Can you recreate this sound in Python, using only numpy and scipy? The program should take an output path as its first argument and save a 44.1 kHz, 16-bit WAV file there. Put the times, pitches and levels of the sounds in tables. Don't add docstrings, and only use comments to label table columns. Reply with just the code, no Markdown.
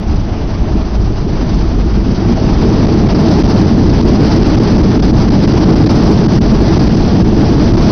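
import sys
import numpy as np
from scipy import signal
from scipy.fft import rfft, irfft, next_fast_len
from scipy.io import wavfile
from scipy.ndimage import uniform_filter1d, map_coordinates

SR = 44100
rng = np.random.default_rng(int(sys.argv[2]) if len(sys.argv) > 2 else 0)


def wav_out(sig):
    wavfile.write(sys.argv[1], SR, np.round(np.clip(np.atleast_2d(sig).T, -1, 1) * 32767).astype(np.int16))


def elevation(decibels):
    levels = np.asarray(decibels, float)
    return 10 ** (levels / 20)


N = 348831
TIME_S = np.arange(N) / SR


def unit(x):
    return x / np.sqrt(np.mean(x ** 2) + 1e-20)


def along(points, hz):
    f, v = np.transpose(points)
    return np.interp(np.log(hz + 1), np.log(f + 1), v)


def wobble(rate):
    knots = rng.standard_normal(int(N * rate / SR) + 4)
    return map_coordinates(knots, [np.arange(N) * rate / SR])


def filtered(x, response):
    edge = 4096
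    m = next_fast_len(N + 2 * edge)
    ends = [(0, 0)] * (x.ndim - 1) + [(edge, m - N - edge)]
    spectrum = rfft(np.pad(x, ends, mode="reflect"))
    y = irfft(spectrum * response(np.fft.rfftfreq(m, 1 / SR)), m)
    return y[..., edge:edge + N]


def rush(spectrum, patchy_db):
    z = signal.stft(rng.standard_normal(N), nperseg=512)[2]
    field = uniform_filter1d(rng.standard_normal(z.shape), size=7, axis=0)
    field = uniform_filter1d(field, size=6, axis=1)
    noise = signal.istft(z * elevation(patchy_db * unit(field)), nperseg=512)[1][:N]
    return unit(filtered(noise, lambda hz: elevation(along(spectrum, hz))))


# time in seconds, jet roar in dB, shudder of the skin in dB.
THRUST = [(0, -22, 1), (.65, -19, 2.5), (1.05, -20.5, -0.5), (1.4, -17.5, 1.5), (1.85, -17, -0.5),
          (2.1, -14.5, -1), (2.3, -13.5, -0.5), (2.8, -10, 1.5), (3.05, -8.5, -1.5), (3.45, -8.5, 2),
          (3.85, -9.5, -1), (4.2, -9, 2), (4.6, -8, -0.5), (5.45, -9, 1.6), (5.9, -8, 0.95), (6.9, -9.5, 1),
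          (7.3, -9, -0.1), (7.91, -8, 2)]


def thrust():
    s, roar, shudder = np.transpose(THRUST)
    jet_db = np.interp(TIME_S, s, roar)
    shudder_db = np.interp(TIME_S, s, shudder)
    shake_db = 0.81 * wobble(20) + 1.87 * wobble(60) + 1.3 * shudder_db
    return jet_db, shake_db


# frequency in Hz, density in dB per Hz.
JET = [(40, -26.5), (90, -1), (150, -2), (206, 1), (265, -4.5), (325, -2), (378, -9.5), (430, -9.5),
       (520, -23), (1000, -52.5)]


def reversed_jets(jet_db):
    roar_over_db = 2.5
    return elevation(jet_db + roar_over_db + 0.72 * wobble(20)) * rush(JET, patchy_db=1.23)


# frequency in Hz, density in dB per Hz.
FLOOR = [(8, -22), (15, -5.5), (27, -5), (36, -6.5), (50, 1.5), (70, -7), (110, -12.5), (200, -26.5),
         (500, -70.5)]


def wheels():
    wheels_db, seams_db, seams_per_s = -13, 1.5, 9
    return elevation(wheels_db + seams_db * wobble(seams_per_s)) * rush(FLOOR, patchy_db=0.57)


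FULL_THRUST_DB = -9.5
# frequency in Hz, density in dB per Hz.
TRIM = [(250, -30.5), (480, -6), (540, -4), (615, 0.5), (700, -2), (870, -3), (960, -6), (1150, -8.5),
        (1510, -13), (2300, -18), (3300, -19.5), (4500, -29.5), (7000, -21.5)]


def trim_buzz(jet_db, shake_db):
    full_db, db_per_thrust_db = -21.5, 0.68
    buzz_db = full_db + db_per_thrust_db * (jet_db - FULL_THRUST_DB) + 0.63 * shake_db
    return elevation(buzz_db) * rush(TRIM, patchy_db=0.83)


# start in seconds, peak level in dB.
RATTLES = [(0.0727, -21.5), (0.104, -21.5), (0.155, -21), (0.1937, -25.5), (0.4165, -33), (0.4722, -24.5),
           (0.4994, -27.5), (0.579, -26.5), (0.7187, -25.5), (0.853, -30.5), (1.2015, -29), (1.3707, -28.5),
           (1.4227, -30.5), (1.491, -18), (1.5373, -25.5), (1.5852, -25), (1.676, -28.5), (2.065, -31.5),
           (2.1096, -27.5), (2.145, -18), (2.1994, -20.5)]


def bumps():
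    t60_s, rise_s, knock_db = 0.1, 0.0034, -2
    shaken_hiss_db, wetter_db_per_s = -15.5, 2.4
    t = np.arange(SR // 10) / SR
    knock = elevation(knock_db - 60 * t / t60_s) * (1 - np.exp(-t / rise_s))
    trim, water = np.zeros((2, N + SR))
    for s, db in RATTLES:
        start = round(s * SR)
        span = slice(start, start + len(t))
        trim[span] += elevation(db) * knock
        water[span] += elevation(db + shaken_hiss_db + wetter_db_per_s * s) * knock
    return trim[:N], water[:N]


def trim_rattle(knocks):
    bright = [(hz, db + 7.4 * np.log2(hz / 600)) for hz, db in TRIM]
    return knocks * rush(bright, patchy_db=1.5)


# frequency in Hz, density in dB per Hz.
SPRAY = [(2000, -32.5), (3600, -5.5), (4300, 0.5), (4820, 3.5), (5300, 0), (5800, -4), (6500, -11)]


def spray_hiss(jet_db, shake_db, water_knocks):
    full_db, db_per_thrust_db = -30.5, 0.34
    dry_loss_db, soaked_s, cloud_curve = -11, 3.4, 1.1
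    puddle_s, puddle_db, puddle_width_s = 1.1, 2.5, 0.19
    dryness = np.clip(1 - TIME_S / soaked_s, 0, 1) ** cloud_curve
    burst_db = puddle_db * np.exp(-((TIME_S - puddle_s) / puddle_width_s) ** 2)
    hiss_db = full_db + db_per_thrust_db * (jet_db - FULL_THRUST_DB) + 0.97 * shake_db
    hiss_db += dry_loss_db * dryness + burst_db
    return (elevation(hiss_db) + water_knocks) * rush(SPRAY, patchy_db=0.46)


def scene():
    jet_db, shake_db = thrust()
    trim_knocks, water_knocks = bumps()
    mix = reversed_jets(jet_db) + wheels()
    mix += trim_buzz(jet_db, shake_db) + trim_rattle(trim_knocks)
    mix += spray_hiss(jet_db, shake_db, water_knocks)
    return mix[None]


# time in seconds, treble loss in dB, length in seconds.
CHOKES = [(2.863, -14.5, 0.0075), (2.879, -10, 0.007), (3.083, -9, 0.008), (3.142, -11, 0.008),
          (3.431, -19.5, 0.0081), (4.02, -11, 0.0082), (4.042, -8, 0.009), (4.439, -8, 0.0082),
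          (4.563, -8.5, 0.0087), (4.593, -11, 0.01), (4.776, -11, 0.0066), (4.824, -7, 0.012),
          (4.987, -8.5, 0.011), (5.015, -16.5, 0.017), (5.122, -9, 0.019), (5.298, -17.5, 0.01),
          (5.467, -10, 0.014), (5.595, -3, 0.017), (5.752, -10, 0.007), (5.855, -12, 0.012),
          (5.884, -11, 0.013), (6.277, -25, 0.01), (6.4, -19.5, 0.02), (6.787, -11, 0.0094),
          (6.887, -9.5, 0.0086), (6.962, -8.5, 0.012), (7.235, -8, 0.019), (7.351, -5, 0.031),
          (7.73, -9.5, 0.011), (7.765, -10, 0.0082)]


def choked(x):
    small_jolts, from_s, small_loss_db, small_length_s = 10, 3.0, -5, 0.006
    when, size = rng.random((small_jolts, 2)).T
    times = from_s + when * (N / SR - from_s)
    small = zip(times, small_loss_db * (0.5 + size), small_length_s * (0.5 + size))
    loss_db = np.zeros(N)
    for s, db, length in [*CHOKES, *small]:
        near = slice(round((s - 0.05) * SR), round((s + 0.05) * SR))
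        loss_db[near] += 1.2 * db * np.exp(-np.abs((TIME_S[near] - s) / (0.5 * length)) ** 4)
    deep = filtered(x, lambda hz: 1 / (1 + (hz / 330) ** 4))
    return deep + (x - deep) * elevation(loss_db)


def ridden(x):
    above_db, share, reaction_s = -7.5, 0.44, 0.08
    power = uniform_filter1d(x ** 2, size=round(reaction_s * SR))
    level_db = 10 * np.log10(np.abs(power) + 1e-9)
    return x * elevation(-share * np.maximum(level_db - above_db, 0))


def rounded(x, top, hardness):
    return x / (1 + np.abs(x / top) ** hardness) ** (1 / hardness)


# frequency in Hz, gain in dB.
SPLATTER = [(6200, 0), (6300, -16.5), (8000, -9.5), (10300, -0.5), (12000, -13), (16000, -11.5)]


def rate_changed(x):
    x = filtered(x, lambda hz: elevation(along(SPLATTER, hz)))
    return np.clip(x, -0.704, 0.704)


def roll_off(x):
    return signal.sosfilt(signal.butter(12, 15830, fs=SR, output="sos"), x)


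def record(dry):
    x = ridden(choked(dry))
    x = rounded(x, top=1.35, hardness=3.63)
    x = filtered(x, lambda hz: hz < 6260)
    x = rounded(x, top=0.708, hardness=36)
    return roll_off(rate_changed(x))


dry = scene()
out = record(dry)
wav_out(out)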